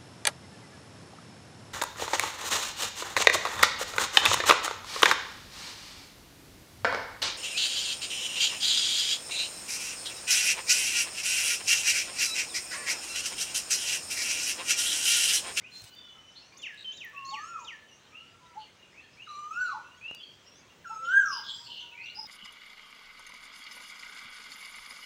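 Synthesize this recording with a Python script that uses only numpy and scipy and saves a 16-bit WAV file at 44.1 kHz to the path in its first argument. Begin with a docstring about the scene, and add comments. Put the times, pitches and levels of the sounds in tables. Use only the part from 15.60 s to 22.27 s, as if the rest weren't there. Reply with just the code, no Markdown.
"""First a wavering whistle rises over a steady hiss and low rumble; a rustle and a few ticks follow.
Birds outside a kitchen: a near one whoops three rising and falling calls, another sweeps fast arches
and falls, many more whistle, hoot and rasp. Bird notes are frequency-modulated sines, blurred by narrow
noise and echoed among walls. The hiss and rustle are filtered noise; ticks and thumps decay exponentially."""
import sys
import numpy as np
from scipy import signal
from scipy.fft import rfft, irfft
from scipy.io import wavfile
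from scipy.ndimage import uniform_filter1d

SR = 44100
rng = np.random.default_rng(int(sys.argv[2]) if len(sys.argv) > 2 else 0)


def master(y):
    """Save y as 16-bit WAV."""
    cut = np.clip(np.atleast_2d(y).T, -1, 1)
    pcm = np.round(cut * 32767)  # scale
    wavfile.write(sys.argv[1], SR, pcm.astype(np.int16))


def boost(x):
    """Linear amplitude factor 10**(x/20) for a level x in decibels (scalar or array-like)."""
    u = np.asarray(x, float) / 20
    return 10 ** u


N = 294147


def evened(x):
    """Normalization: scales a signal to unit rms."""
    return x / np.sqrt(np.mean(abs(x) ** 2) + 1e-20)


def read(points, hz):
    """Spectral interpolation: reads a curve on a logarithmic frequency axis."""
    f, value = np.transpose(points)
    return np.interp(np.log(hz + 1), np.log(f + 1), value)


def add(mix, s, sound):
    """Superposition: adds a sound to the mix from time s."""
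    part = mix[max(round(s * SR), 0):][:len(sound)]
    part += sound[:len(part)]


def wander(width_hz):
    """Narrow-band noise: complex, low-passed by two equal poles to vary about width_hz times a second."""
    r = np.exp(-np.pi * width_hz / SR)
    z = rng.standard_normal((N, 2)) @ [1, 1j]
    return evened(signal.lfilter([1], np.convolve([1, -r], [1, -r]), z))


def coloured(points, patchy_db):
    """Filtered noise: random short-time spectra follow a curve, with patches that drift in time."""
    a, b, patches = rng.standard_normal((N // 256 + 5, 513, 3)).T
    patches = uniform_filter1d(patches, size=12, axis=0)
    patches = evened(uniform_filter1d(patches, size=12, axis=1))
    shape_db = read(points, np.fft.rfftfreq(1024, 1 / SR))[:, None] + patchy_db * patches
    noise = signal.istft((a + 1j * b) * boost(shape_db), nperseg=1024, noverlap=768)[1]
    return evened(noise[:N])


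# Steady noise floor, spectral density before scaling to unit rms: f/Hz, level/dB
FLOOR_SPECTRUM = [(18, -65), (30, -6), (97, 2), (332, -2.5), (512, -3), (771, -7), (970, -5.5), (2040, -8),
                  (2840, -6.5), (3140, -8), (4860, -15.5), (6270, -13), (10700, -29.5), (13500, -45)]
# Thin high fizz, rms level over time: t/s, level/dB
FIZZ_LEVEL = [(0.0, -91), (0.13, -80), (0.24, -66.5), (0.43, -80.5), (0.8, -87), (1.06, -82), (1.76, -77.5),
              (2.06, -82), (3.53, -85), (3.99, -77), (4.22, -83), (5.07, -81.5), (5.2, -80), (5.79, -72.5),
              (6.15, -76), (6.43, -81), (6.67, -74)]


def hiss():
    """Stationary broadband noise, with a band of fizz at the very top whose level varies in time."""
    fizz_spectrum = [(9000, -18), (13000, -13), (14500, -10.5), (15600, -3.5), (16400, -23.5)]
    fizz_db = np.interp(np.arange(N) / SR, *np.transpose(FIZZ_LEVEL))
    fizz = boost(fizz_db) * coloured(fizz_spectrum, patchy_db=2.5)
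    return boost(-60) * coloured(FLOOR_SPECTRUM, patchy_db=1.3) + fizz


# Rustle, spectral density before scaling to unit rms: f/Hz, level/dB
RUSTLE_SPECTRUM = [(1500, 1.5), (4000, 0.5), (7500, 4.5), (10000, -13.5), (13000, -17), (15200, -18)]


def rustle():
    """Amplitude-modulated noise: a bright brush close to the microphone rises, holds, drops, trails off."""
    s = 0.079 + np.cumsum([-.04, .04, 0.077, 0.14, 0.0092, .09])
    level_db = [-95, -75, -55, -55, -73, -74]
    db = np.interp(np.arange(N) / SR, s, level_db, left=-150, right=-150)
    return boost(db) * coloured([(100, -37)] + list(RUSTLE_SPECTRUM), patchy_db=5.0)


# Dry ticks: t/s, nominal peak level/dB, centre f/Hz, width f/Hz, t60/s
TICK_BURSTS = [(.2194, -41, 7200, 9000, .015), (.2404, -40, 7100, 7700, 0.04),
               (.35, -51.5, 10000, 9000, .01), (.982, -47, 9000, 5000, 0.0092),
               (1.027, -47, 8900, 4000, 0.023), (1.146, -48.5, 8000, 6000, .008),
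               (1.4486, -35, 15400, 2500, 0.0074), (1.4965, -52, 14800, 3000, 0.0068),
               (1.5703, -53.5, 15200, 2500, 0.022), (1.676, -52, 12000, 9000, 0.0077),
               (4.5112, -46, 7000, 5000, 0.0071), (4.5475, -36.5, 5000, 12000, 0.017)]


def ticks():
    """Impulsive noise: each tick is a spark in one Gaussian band under exponential decay."""
    out, t, hz = np.zeros(N), np.arange(4096) / SR, np.fft.rfftfreq(4096, 1 / SR)
    for s, db, centre_hz, width_hz, t60 in TICK_BURSTS:
        spectrum = rfft(rng.standard_normal(4096))
        band = evened(irfft(spectrum * np.exp(-2 * ((hz - centre_hz) / width_hz) ** 2)))
        add(out, s, boost(db - 6 - 60 * t / t60) * band)  # rms starts 6 dB under the nominal peak
    return out


# Thumps: t/s, amplitude level before decay/dB, swing f/Hz, t60/s
THUMP_SWINGS = [(0.221, -47, 90, 0.067), (0.24, -44, 101, 0.047), (4.5121, -21.5, 680, 0.0015)]


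def thumps():
    """Damped oscillation: each thump is a sine under exponential decay."""
    out, t = np.zeros(N), np.arange(4096) / SR
    for s, db, swing_hz, t60 in THUMP_SWINGS:
        add(out, s, -boost(db - 60 * t / t60) * np.sin(2 * np.pi * swing_hz * t))
    return out


# Reverberation time of the walls by band (held to at least 0.05 s when read): f/Hz, t60/s
WALL_DECAY = [(800, 0.58), (1600, 0.59), (3000, 0.45), (6000, 0.57), (12000, 0.049)]


def walls(x):
    """Reverberation: sparse echoes of random sign, each band decaying exponentially at its own speed."""
    taps = np.zeros(SR)
    at = np.arange(160, SR - 20, 20)
    taps[at + rng.integers(0, 20, len(at))] = rng.choice([-1., 1.], len(at))
    taps *= 1 + 0.75 * np.exp(-np.arange(SR) / SR / 0.015)  # the nearest walls answer first and strongest
    hz, t, z = signal.stft(taps, SR, nperseg=256)
    t60 = np.maximum(read(WALL_DECAY, hz), .05)
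    tail = signal.istft(z * boost(-60 * t / t60[:, None]), SR, nperseg=256)[1]
    return signal.fftconvolve(x, tail / np.linalg.norm(tail))[:N]


# Throat filter on the whooping bird's overtones: f/Hz, level/dB
THROAT_FILTER = [(2400, -4), (3200, -5), (4500, -26), (5200, -4), (6200, 2), (7400, 0), (8200, -6),
                 (8900, -17), (10500, -25), (13000, -45)]


def sing(notes, rough, width_hz, second_db, glide_s, waver=0, flicks=None):
    """Frequency modulation: a sine on each pitch line, a rough share blurred, plus octave or overtones."""
    out, blur = np.zeros(N), wander(width_hz)
    for k, rows in enumerate(notes):
        s, hz, db, *overtones_db = np.transpose(rows)
        t = np.arange(s[0], s[-1], 1 / SR)
        hz = uniform_filter1d(np.interp(t, s, hz), round(glide_s * SR), mode="nearest")
        db = np.interp(t, s, db)
        shake = np.resize(blur[round(s[0] * SR):], len(t))
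        if flicks:  # the pitch rests on its line and darts off in U shapes, fainter while away
            rate, reach, uneven = flicks[k]
            away = np.cos(np.pi * np.cumsum(rate * (1 + uneven * shake.imag)) / SR) ** 4
            hz, db = hz * (1 + reach * away), db - 8 * away - 16 * away ** 2
        turn = np.exp(2j * np.pi * np.cumsum(hz * (1 + waver * shake.imag)) / SR)
        # the octave is strongest on high notes that drop fast
        falling = np.clip(-np.gradient(hz) * SR / 25000, .15, 1)
        high = np.clip((hz - 2500) / 500, .15, 1)
        octave = boost(second_db) * falling * high
        tone = boost(db) * (turn + octave * turn ** 2)
        for m in range(2, 9) if overtones_db else []:  # each overtone fades in and out on its own
            level_db = np.interp(t, s, overtones_db[0]) + read(THROAT_FILTER, m * hz) - 7 * (m > 5)
            tone += boost(level_db) * turn ** m * (.55 + .7 * np.roll(shake, m * 900))
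        edge = np.clip(np.minimum(t - s[0], s[-1] - t) / 0.0007, 0, 1)
        blurred = tone * (np.sqrt(1 - rough) + np.sqrt(rough) * shake)
        add(out, s[0], np.sqrt(2) * blurred.real * edge)
    return out


def swell(row, swell_db, fade_db):
    """Attack and decay: a note grows to its peak, gliding, and dies away."""
    s, rise, fall_s, first, last, db = row[:6]
    settle = 0.394  # share of the fall in which the glide ends
    return [(s, first, db - swell_db),
            (s + rise, first + .8 * (last - first), db),  # the glide is mostly done at the peak
            (s + rise + settle * fall_s, last, db - settle * fade_db),
            (s + rise + fall_s, last, db - fade_db)]


def crowd():
    """Random superposition: rows of faint short notes, as whistles, for many distant birds."""
    when, pitch, glide, size, long = rng.random((300, 5)).T
    low_hz, high_hz = 1800, 6500
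    hz = low_hz * (high_hz / low_hz) ** pitch ** 1.3
    last_hz = hz * (1 + .06 * (3 * glide - 1))
    rise_s, fall_s = .06 * (0.188 + long / 2), .06 * (0.14 + long)
    db = -70 + 3 * (2 * size - 1)
    return np.transpose([when * (N / SR - .1), rise_s, fall_s, hz, last_hz, db])


# Faint level notes: start t/s, length t/s, first f/Hz, last f/Hz, level/dB
HELD_NOTES = [(0.332, 0.081, 4630, 4690, -61.5), (0.36, .14, 3590, 3430, -56),
              (0.503, 0.026, 5900, 6230, -68), (.852, 0.036, 5850, 5980, -70),
              (0.882, 0.025, 6040, 5300, -71), (0.92, 0.018, 2400, 2350, -59), (1.89, .13, 2600, 2450, -61),
              (2.281, 0.074, 3010, 2750, -65), (2.285, 0.056, 6080, 5600, -70.5),
              (3.4, .06, 1920, 1750, -62), (4.236, .12, 2594, 2915, -64), (4.554, 0.057, 4690, 4750, -60),
              (4.951, 0.056, 5920, 6580, -64), (5.845, .02, 6550, 6550, -62),
              (6.453, .027, 4500, 2900, -53), (6.479, 0.032, 3131, 4500, -51),
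              (6.655, 0.022, 3688, 3750, -55.5)]
# Whistles that swell and die: start t/s, rise t/s, fall t/s, first f/Hz, last f/Hz, peak level/dB
WHISTLE_NOTES = [(.015, 0.052, 0.039, 2003, 2963, -48.5), (0.114, .045, 0.078, 4136, 4155, -50.5),
                 (.715, 0.0089, 0.012, 4840, 5560, -61), (.755, .025, .03, 4200, 4300, -50),
                 (0.813, .025, 0.023, 2490, 2910, -59), (.815, .01, .01, 4770, 5600, -59),
                 (1.549, 0.034, .04, 2516, 2785, -41.5), (1.646, 0.03, 0.074, 4100, 4440, -47.5),
                 (2.52, .045, 0.139, 2294, 2903, -48.5), (3.19, 0.046, .08, 2845, 2828, -58),
                 (3.329, .06, 0.083, 1960, 2764, -52.5), (3.4, 0.014, .06, 3110, 4340, -62),
                 (3.571, .045, 0.066, 2250, 2900, -48), (3.78, .07, 0.012, 2880, 2990, -60),
                 (3.918, 0.045, 0.062, 2485, 2750, -46.5), (4.412, 0.069, 0.093, 2440, 2870, -41.5),
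                 (4.579, 0.055, 0.155, 3480, 3210, -51), (4.599, 0.0057, 0.048, 2780, 3170, -50),
                 (4.63, 0.0044, 0.099, 4020, 4550, -58.5), (4.85, 0.039, 0.022, 2850, 2814, -62.5),
                 (4.851, .03, 0.09, 5450, 5620, -59), (5.09, 0.0179, .005, 2680, 2860, -55.5),
                 (6.195, .022, .005, 6180, 5890, -54.5), (6.31, .02, .015, 2470, 2700, -50),
                 (6.34, .12, .11, 2230, 2883, -41.5), (6.38, 0.0505, 0.029, 1980, 2290, -47.5),
                 (6.41, 0.031, .005, 4140, 4680, -50), (6.431, 0.0357, .005, 5310, 6120, -55.5),
                 (6.555, 0.0328, 0.057, 4885, 5125, -44.5)]


def whistles():
    """Gliding tones: whistles and the crowd swell and die, faint held notes keep a constant level."""
    rows = list(WHISTLE_NOTES) + list(crowd())
    notes = [swell(row, swell_db=11, fade_db=19.5) for row in rows]
    notes += [[(s, first, db), (s + length, last, db)] for s, length, first, last, db in HELD_NOTES]
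    return sing(notes, rough=0.38, width_hz=140, second_db=-29, glide_s=0.011)


# Faint far notes that drift slowly in pitch: start t/s, length t/s, first f/Hz, middle f/Hz, last f/Hz,
# level/dB
FAR_NOTES = [(.005, .62, 1490, 1490, 1220, -71), (.265, .465, 2960, 2995, 3010, -57),
             (.92, .04, 1068, 1060, 1055, -61), (2.48, .45, 1200, 1365, 1320, -67),
             (2.8, .15, 1015, 985, 950, -66), (5.4, .12, 520, 514, 507, -63), (5.9, .2, 862, 940, 955, -65),
             (6.2, .24, 953, 950, 897, -67), (6.2, .46, 1460, 1480, 1360, -69.5)]


def far_notes():
    """Parabolic glide: faint, wavering far calls and one long pulsing whistle drift slowly in pitch."""
    notes, u = [], np.linspace(-1, 1, 9)
    for s, length, first, middle, last, db in FAR_NOTES:
        hz = middle + (np.where(u < 0, first, last) - middle) * abs(u) ** 2
        notes.append(list(zip(s + length * (u + 1) / 2, hz, db + 0 * u)))
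    return sing(notes, rough=.65, width_hz=35, second_db=-30, glide_s=0.05)


# Hoots: loudest t/s, f/Hz, level/dB
HOOT_NOTES = [(1.74, 879, -38.5), (2.98, 873, -40), (4.15, 871, -39.5), (5.32, 908, -41),
              (6.59, 884, -40.5)]
# One hoot's contour: t/s from the loudest moment, share of f, relative level/dB
HOOT_CONTOUR = [(-.026, .87, -18.5), (0, 1, -0.5), (.03, .99, -10.5), (0.06, 0.96, -13.5)]


def hoots():
    """Scaled contour: every low hoot repeats one pitch and level curve."""
    notes = [[(s + ds, hz * share, db + d) for ds, share, d in HOOT_CONTOUR] for s, hz, db in HOOT_NOTES]
    return sing(notes, rough=0.16, width_hz=40, second_db=-44, glide_s=0.0067)


# Harsh notes: start t/s, rise t/s, fall t/s, first f/Hz, last f/Hz, level before flicks/dB,
# reach of the flicks as a share of f
RASP_NOTES = [(0.117, 0.031, 0.047, 4136, 4155, -50.5, .1), (0.734, 0.031, 0.06, 2855, 4295, -53.5, 0.2),
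              (0.744, 0.026, 0.046, 2900, 3540, -61, 0.3), (1.121, 0.007, 0.22, 2794, 2640, -52, 0.97),
              (2.374, 0.027, 0.057, 2900, 4200, -61, -.2), (2.975, .02, 0.059, 4040, 4330, -60, 0.18),
              (2.989, .03, 0.068, 3080, 2820, -57, .6), (3.651, 0.046, 0.088, 3720, 4050, -48.5, 0.1),
              (4.0, .04, .09, 4380, 4025, -49, 0.23), (5.44, 0.055, .06, 3066, 2950, -44.5, 0.81),
              (5.655, 0.034, 0.06, 5840, 5110, -35, .3), (5.7, 0.053, 0.054, 5040, 4894, -37.5, 0.15),
              (5.701, 0.061, 0.054, 2640, 2984, -46, 0.74), (5.83, 0.058, 0.063, 3500, 3210, -37.5, 0.61),
              (5.96, 0.041, 0.083, 3240, 3260, -57, .55), (5.878, .03, 0.21, 7360, 7440, -57, 0.18),
              (5.929, 0.036, 0.099, 4950, 4780, -48.5, 0.41), (6.021, 0.045, .12, 4600, 4180, -49, 0.4),
              (6.065, 0.026, 0.058, 2800, 2903, -39.5, 0.61), (6.14, 0.044, 0.093, 2900, 2837, -42.5, 0.6),
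              (6.36, .06, 0.095, 2000, 2300, -52, .25), (6.545, 0.004, .12, 4625, 5000, -43, 0.18)]


def rasps():
    """Fast frequency modulation: uneven flicks of pitch and level make the notes harsh."""
    notes = [swell(row, swell_db=13, fade_db=9) for row in RASP_NOTES]
    flicks = [(130, row[-1], .52) for row in RASP_NOTES]  # flicks per second, reach, unevenness
    return sing(notes, rough=0.62, width_hz=90, second_db=-22, glide_s=0.015, flicks=flicks)


def trill():
    """Periodic frequency modulation: one near note flicks almost evenly in pitch."""
    note = swell((1.172, .04, .028, 3770, 3790, -45), swell_db=8, fade_db=4)
    flicks = [(60.8, .3, .019)]  # flicks per second, reach as a share of pitch, unevenness
    return sing([note], rough=.08, width_hz=90, second_db=-14, glide_s=.01, flicks=flicks)


# A near dropping note and a near curling note, point by point: t/s, f/Hz, level/dB
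DROP_AND_CURL_NOTES = [
    [(.99, 3570, -54), (1.015, 3506, -60), (1.04, 2817, -36.5), (1.08, 1580, -52)],
    [(1.245, 3150, -43), (1.268, 3075, -37), (1.31, 3075, -37.5), (1.322, 3100, -44), (1.335, 3610, -52),
     (1.355, 4040, -57), (1.378, 3800, -53)],
]


def drop_and_curl():
    """Frequency glide: one near note plunges, another holds and curls upward."""
    return sing(DROP_AND_CURL_NOTES, rough=.02, width_hz=120, second_db=-18, glide_s=.008)


# Arches: start t/s, length t/s, level/dB
ARCH_NOTES = [(0.966, .06, -51), (1.313, 0.067, -51.5), (1.645, 0.064, -50), (1.989, .062, -52)]
# One arch's contour: share of length, f/Hz, relative level/dB
ARCH_CONTOUR = [(0, 4050, -19), (.17, 6400, 2), (.35, 6950, -9), (.65, 7170, -14.5), (.88, 7050, -1),
                (1, 4000, -4)]


def arches():
    """Scaled contour: each fast sweep climbs steeply and drops along one arch."""
    notes = [[(s + length * u, hz, db + d) for u, hz, d in ARCH_CONTOUR] for s, length, db in ARCH_NOTES]
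    return sing(notes, rough=.1, width_hz=80, second_db=-30, glide_s=.004)


def fall(s, hz, db, low_hz, tail):
    """Downward chirp: a sweep starts high, flares briefly mid-drop and levels out low."""
    start_hz, lead_s, knee_s, peak_s = 3810, 0.04, .03, 0.01
    bend_hz, knee_hz = .93 * start_hz, 1.11 * low_hz
    before_hz = hz + (bend_hz - hz) * peak_s / (lead_s / 2)
    after_hz = hz + (knee_hz - hz) * peak_s / knee_s
    return [(s - lead_s, start_hz, db - 13.5), (s - lead_s / 2, bend_hz, db - 20),
            (s - peak_s, before_hz, db - 10), (s, hz, db), (s + peak_s, after_hz, db - 10),
            (s + knee_s, knee_hz, db - 11), (s + 2 * knee_s, low_hz, db - 12),
            (s + 2 * knee_s + tail, low_hz, db - 23.5)]


# Falling sweeps, each taking over from an arch: loudest t/s, f/Hz there, level/dB, lowest f/Hz, tail t/s
FALL_NOTES = [(1.068, 2720, -36, 1690, 0.073), (1.418, 2636, -35.5, 1757, 0.039),
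              (1.747, 2750, -36, 1713, 0.032), (2.088, 2845, -36, 1738, 0.036)]


def falls():
    """Chirp with octave: the falling sweeps carry a second harmonic that grows with fast drops."""
    return sing([fall(*row) for row in FALL_NOTES], rough=.1, width_hz=120, second_db=-14, glide_s=.008)


# The near bird's three calls, point by point: t/s, f/Hz, level/dB, overtone level before the throat/dB
WHOOP_CALLS = [
    [(1.53, 1144, -54, -73), (1.62, 1082, -47, -75), (1.74, 1084, -48.5, -59), (1.8, 1197, -41.5, -65),
     (1.85, 1314, -48.5, -60), (1.9, 1400, -48, -57), (1.95, 1348, -37, -71), (2.0, 1024, -49, -67),
     (2.06, 850, -57.5, -80)],
    [(3.664, 1760, -65, -91), (3.675, 1223, -47, -72), (3.755, 1168, -42.5, -64), (3.9, 1238, -38.5, -64.5),
     (3.94, 1337, -44, -56), (3.98, 1449, -30.5, -60), (4.02, 1503, -27, -56.5), (4.07, 1425, -37.5, -59.5),
     (4.12, 1130, -36, -60.5), (4.19, 850, -50.5, -77)],
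    [(5.244, 1796, -55.5, -93), (5.257, 1376, -45, -68), (5.3, 1332, -39.5, -58.5),
     (5.36, 1296, -46.5, -64), (5.42, 1318, -41, -62.5), (5.48, 1384, -33.5, -58.5),
     (5.53, 1566, -26.5, -64), (5.588, 1621, -19.5, -54.5), (5.64, 1422, -35.5, -63.5),
     (5.7, 1197, -36.5, -86), (5.8, 860, -49.5, -92)],
]


def whoops():
    """Source and filter: a near, clean gliding tone whose overtones pass through the throat."""
    return sing(WHOOP_CALLS, rough=.05, width_hz=60, second_db=-5, glide_s=.016, waver=.007)


def birds():
    """Direct and reverberant sound: each voice is heard directly and sends its own share to the walls."""
    voices = [(whoops(), -7.5), (falls(), -7), (drop_and_curl(), -10), (arches(), -7), (hoots(), -25.5),
              (far_notes(), -4), (whistles(), -4), (rasps(), -2.5),
              (trill(), -10)]  # (sound, send to the walls in dB)
    direct = sum(sound for sound, _ in voices)
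    sent = sum(boost(send_db) * sound for sound, send_db in voices)
    return direct + walls(sent)


def scene():
    """Superposition: all sources add at one microphone."""
    return (birds() + hiss() + rustle() + ticks() + thumps())[None]


def roll_off(x):
    """The treble ends steeply here."""
    return signal.sosfilt(signal.butter(12, 16370, fs=SR, output="sos"), x)


def record(dry):
    """High-pass filtering: the microphone loses the deepest bass, below about 62 Hz."""
    bass_cut = signal.butter(2, 62, "high", fs=SR, output="sos")
    mix = signal.sosfilt(bass_cut, dry)
    return roll_off(mix)


dry = scene()
out = record(dry)
master(out)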